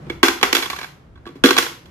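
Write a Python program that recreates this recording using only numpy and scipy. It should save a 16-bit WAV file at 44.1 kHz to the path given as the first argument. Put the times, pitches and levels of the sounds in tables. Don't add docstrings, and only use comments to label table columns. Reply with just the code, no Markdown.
import sys
import numpy as np
from scipy import signal
from scipy.fft import rfft, irfft, next_fast_len
from scipy.io import wavfile
from scipy.ndimage import uniform_filter1d, minimum_filter1d

SR = 44100
rng = np.random.default_rng(int(sys.argv[2]) if len(sys.argv) > 2 else 0)


def log_audio(samples):
    frames = np.atleast_2d(samples).T
    limited = np.clip(frames, -1, 1)
    pcm = np.round(limited * 32767).astype(np.int16)
    wavfile.write(sys.argv[1], SR, pcm)


def boost(x):
    u = np.asarray(x, float) / 20
    return 10 ** u


N = 83790
NOW = np.arange(N) / SR
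SIZE = next_fast_len(N + SR)
HZ = np.maximum(np.arange(SIZE // 2 + 1) * SR / SIZE, 1)
BURST_T = np.arange(1400) / SR


def at_hz(points, hz=HZ):
    table = np.array(points)
    return np.interp(np.log(hz), np.log(table[:, 0]), table[:, 1])


def shape(x, response):
    return irfft(rfft(x, SIZE) * response, SIZE)[..., :N]


def causal(db):
    fold = irfft(np.log(boost(db)), SIZE)
    fold[1:SIZE // 2] *= 2
    fold[SIZE // 2 + 1:] = 0
    return np.exp(rfft(fold))


def rms_one(x):
    return x / np.sqrt(np.mean(x ** 2) + 1e-20)


# (frequency [Hz], left-right likeness [0-1])
PORT_LIKENESS = [(30, 0.25), (80, 1), (300, 0.88), (700, 0.13), (2000, .1), (12000, 0.071)]


def pair(length):
    mid, side = rng.standard_normal((2, length))
    alike = at_hz(PORT_LIKENESS)
    common = shape(mid, np.sqrt(1 + alike))
    opposed = shape(side, np.sqrt(1 - alike)) * [[1], [-1]]
    return (common + opposed)[:, :length]


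# (frequency [Hz], level [dB])
HUSH_SPECTRUM = [(15, -55), (25, -39.5), (72, -19.5), (145, -7), (249, -19), (277, -16), (863, -27.5),
                 (1020, -26), (16000, -64)]
# (time [s], rumble level [dB], hush level [dB])
HAND_COURSE = [(0.0, -58, 7), (0.104, -39.5, 9.5), (0.28, -49.5, -2.5), (1.016, -56, 0), (1.136, -41, -3.5),
               (1.39, -61, 1.5), (1.428, -46.5, -1), (1.804, -57, -0.5), (1.9, -45.5, 3)]


def background():
    hush = boost(-47.5) * rms_one(shape(pair(N), boost(at_hz(HUSH_SPECTRUM))))
    rumble_hz, width_hz = 68, 22
    rumble = rms_one(shape(pair(N), 1 / (1 + ((HZ - rumble_hz) / width_hz) ** 2)))
    s, rumble_db, hush_db = np.transpose(HAND_COURSE)
    return hush * boost(np.interp(NOW, s, hush_db)) + rumble * boost(np.interp(NOW, s, rumble_db))


# (time [s], peak level [dB], box air re peak [dB], top re peak [dB], length [ms])
FINGER_TICKS = [
    (0.066, -40, 1.5, -38, 5.3),
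    (.098, -16.5, -9, -22.5, 2.84),
    (1.155, -43, -6.5, -44, 5),
    (1.173, -44, -11, -39, 5),
    (1.254, -36.5, -11, -23, 3.2),
    (1.263, -30, -4, -19.5, 4),
    (1.272, -28.5, -14, -28, 3.5),
    (1.289, -36, 0, -38, 1.3),
    (1.353, -42, 4.5, -14.5, 9),
    (1.856, -43.5, -27, -6, 3.5),
]
FIRST_COIN = [(0.23, 8.5, -18, -14.5, 2.35), (0.283, -5.5, -17, -13, 2.24), (0.412, -17, -16.5, -14, 2.3),
              (0.429, 3, -24.5, -18.5, 3.53), (0.445, -24, 0.5, -18, 0.88), (0.528, -7, -15, -6.5, 2.94),
              (0.549, -8.5, -21, -6.5, 5.3), (0.567, -11, -24.5, -0.5, 1.1), (0.581, -14, -16.5, -40, 7.5),
              (0.622, -15.5, -15.5, -11, 7.5), (0.657, -20, -20, -9, 3)]
RIM_ROCKING = [
    (0.7, -13, -27, -10.5, 2.84),
    (0.728, -22, -23, -16, 5),
    (0.76, -25, -24, -11, 6.5),
    (.787, -20.5, -26.5, -12.5, 3.5),
    (0.813, -19, -26.5, -14, 2.4),
    (0.828, -25.5, -22, -13, 5),
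    (.843, -24, -28, -11, 1.8),
]
SECOND_COIN = [(1.438, 5, -9.5, -12.5, 3.16), (1.458, -7.5, -15, -11, 3.1), (1.486, -13.5, -14, -13, 4),
               (1.507, -5.5, -14.5, -13.5, 3), (1.529, -18, -14.5, -9, 2.7), (1.566, -10, -22, -10.5, 2.5),
               (1.578, -8.5, -18.5, -7.5, 2), (1.584, -4, -22.5, -5.5, 2.2), (1.625, -13.5, -18, -4.5, 2.2),
               (1.663, -18.5, -22, -15, 2.6), (1.693, -33, -17.5, -11, 3.2)]


def contacts():
    return np.transpose(FINGER_TICKS + FIRST_COIN + RIM_ROCKING + SECOND_COIN)


def stick_slip(db, ms):
    length = ms[:, None] / 1000
    soft = np.clip((-5 - db) / 8, 0, 1)[:, None]
    rise = 0.0002 + soft * 0.7 * length
    fade = np.exp(-BURST_T / length) * (1 - np.exp(-BURST_T / rise))
    noise, draw = rng.standard_normal((2, len(db), len(BURST_T)))
    slips_per_s = 2500
    slips = noise * (np.abs(draw) < 1.25 * slips_per_s / SR)
    slips[:, 8] = 1
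    slips = slips * fade
    return noise, fade, slips / np.sqrt(np.sum(slips ** 2, axis=1))[:, None]


def lay(times, bursts):
    out = np.zeros(N + bursts.shape[1])
    for s, burst in zip(times, bursts):
        start = int(s * SR)
        out[start:start + len(burst)] += burst
    return out[:N]


# (frequency [Hz], level [dB per Hz])
CRACK_SPECTRUM = [(400, -36), (650, -4), (1050, 1.5), (2200, 0), (6500, -11), (9000, -21.5), (11500, -13.5),
                  (15500, -25.5)]


def surface_radiation(x):
    return shape(x, causal(at_hz(CRACK_SPECTRUM)))


TOP_MEAN_DB = -15.5


def cracks(s, db, top_db, ms, noise, fade):
    alike, other = 0.1, rng.standard_normal(noise.shape)
    common, opposed = np.sqrt(1 + alike) * noise, np.sqrt(1 - alike) * other
    click = (BURST_T == 0) * boost(18.5) * np.sqrt(ms / 3)[:, None]
    low, high = [signal.butter(2, 2900, kind, fs=SR, output="sos") for kind in ("low", "high")]
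    out = []
    for puff in [(common + opposed) * fade, (common - opposed) * fade, click]:
        treble = signal.sosfilt(high, puff) * boost(top_db - TOP_MEAN_DB)[:, None]
        puff = signal.sosfilt(low, puff) - treble
        out.append(lay(s, puff * boost(db + 2.5)[:, None]))
    return surface_radiation(np.array(out))


def ring(force, hz, t60):
    r, w = boost(-60 / (t60 * SR)), 2 * np.pi * hz / SR
    return signal.lfilter([0, np.sin(w)], [1, -2 * r * np.cos(w), r * r], force + 1e-18)


def body(modes, times, bursts, db):
    db = db + 4 * rng.normal(0, 1, (len(times), len(modes)))
    out = 0
    for k, (hz, level_db, t60) in enumerate(modes):
        force = lay(times, bursts * boost(db[:, [k]] + level_db))
        out = out + ring(force, hz, t60)
    return out


SLIDE_START_S, SLIDE_END_S = 0.105, 0.18
# (frequency [Hz], level [dB], t60 [s])
WALL_MODES = [(690, -18, 0.025), (918, -10.5, 0.095), (1134, 8.5, 0.14), (1134, -7.5, 0.07),
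              (1580, -16, 0.12), (1562, 6.5, 0.094), (1640, 3.5, 0.028), (1940, -5, 0.029),
              (2254, -3, 0.07), (2278, 0, 0.034), (2550, -17, 0.031), (2917.6, -3.5, 0.012),
              (3392, 10.5, 0.021), (4072, 5.5, .025)]


def walls(s, db, top_db, slips):
    modes = [(hz, level_db, min(t60, 0.03)) for hz, level_db, t60 in WALL_MODES]
    hz = np.array(WALL_MODES)[:, 0]
    brightness = np.clip(top_db - TOP_MEAN_DB, -9, 9)
    tilt_db = 0.34 * np.outer(brightness, np.log2(hz / 1800))
    slot_hz, slot_octaves = 2500, 0.6
    near_slot = np.exp(-(np.log2(hz / slot_hz) / slot_octaves) ** 2)
    slot_db = np.outer(s < SLIDE_START_S, 9 * (2 * near_slot - 1))
    return body(modes, s, slips, db[:, None] - 16.5 + tilt_db + slot_db)


# (frequency [Hz], level [dB])
COIN_MODES = [(3500, 4.5), (4530, 5.5), (5640, 7), (7070, -4), (11300, 0)]


def coin(s, db, top_db, slips):
    modes = [(hz, level_db, 0.012) for hz, level_db in COIN_MODES]
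    return body(modes, s, slips, (db + top_db)[:, None] - 35)


# (frequency [Hz], level [dB], t60 [s])
AIR_MODES = [(272, -5, .1), (344, 0, .09), (385, -5, .06), (468, -5, .07), (310, -5, .025)]
# (level [dB]), one per air mode
LID_AIR_DB = [9, -5, -8, -4, -4]


def air(s, db, air_db):
    push_hz, lag_s = 356, 0.0033
    push = BURST_T * np.exp(-2 * np.pi * push_hz * BURST_T)
    pushes = np.tile(push / push.sum(), (len(s), 1))
    on_lid = (s > 1) & (s < SECOND_COIN[0][0] - 0.02)
    level_db = (db + air_db + 8.5)[:, None] + np.outer(on_lid, LID_AIR_DB)
    return body(AIR_MODES, s + lag_s, pushes, level_db)


# (frequency [Hz], t60 [s])
ROOM_DECAY = [(200, 0.48), (600, 0.39), (1500, 0.37), (4000, 0.4), (10000, .34)]
# (frequency [Hz], level [dB])
ROOM_LEVEL = [(200, 0), (600, 6.5), (1500, 3.5), (4000, 0.5), (10000, 7), (16000, 5)]


def room(x):
    t = np.arange(SR // 2) / SR
    edges = 150 * 2 ** np.arange(0, 7.1)
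    white = pair(len(t)), pair(len(t))
    echo = 0
    for k, (low, high) in enumerate(zip(edges, edges[1:])):
        hz = np.sqrt(low * high)
        band = signal.sosfilt(signal.butter(2, [low, high], "band", fs=SR, output="sos"), white[k % 2])
        echo = echo + band * boost(at_hz(ROOM_LEVEL, hz) - 60 * t / at_hz(ROOM_DECAY, hz))
    echo = echo * (1 - np.exp(-t / 0.0025))
    echo = echo / np.sqrt(np.sum(echo ** 2) / 2)
    return boost(-2.5) * shape(x, rfft(echo, SIZE))


def slide():
    rise_s = 0.02
    swell = np.clip(np.minimum(NOW - SLIDE_START_S, SLIDE_END_S - NOW) / rise_s, 0, 1)
    return surface_radiation(boost(-52) * swell * rng.standard_normal((3, N)))


def money_box():
    s, db, air_db, top_db, ms = contacts()
    noise, fade, slips = stick_slip(db, ms)
    solid = walls(s, db, top_db, slips) + coin(s, db, top_db, slips)
    box = cracks(s, db, top_db, ms, noise, fade) + slide()
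    box = box + (solid + air(s, db, air_db)) * boost([[0], [0], [-7]])
    return signal.sosfilt(signal.butter(4, 289, "high", fs=SR, output="sos"), box)


# (frequency [Hz], level [dB])
PORT_TILT = [(200, 3), (350, -3), (700, 2), (1400, -6), (2800, -8), (5600, 0), (12000, .5)]


def scene():
    left, right, spread = money_box()
    lag_s = 0.00012
    half = boost(at_hz(PORT_TILT) / 2) * np.exp(1j * np.pi * HZ * lag_s)
    direct = np.array([shape(left, half), shape(right, 1 / half)])
    return direct + room(spread) + background()


def band_limit(x):
    return signal.sosfilt(signal.butter(12, 16200, fs=SR, output="sos"), x)


def record(dry):
    cut = signal.sosfilt(signal.cheby2(10, 50, 15900, fs=SR, output="sos"), dry)
    limit, span = 1.7, int(0.0015 * SR)
    gain = np.minimum(1, limit / (np.abs(cut).max(0) + 1e-9))
    gain = uniform_filter1d(minimum_filter1d(gain, size=span), size=span)
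    return band_limit(np.clip(cut * gain, -1, 1))


dry = scene()
out = record(dry)
log_audio(out)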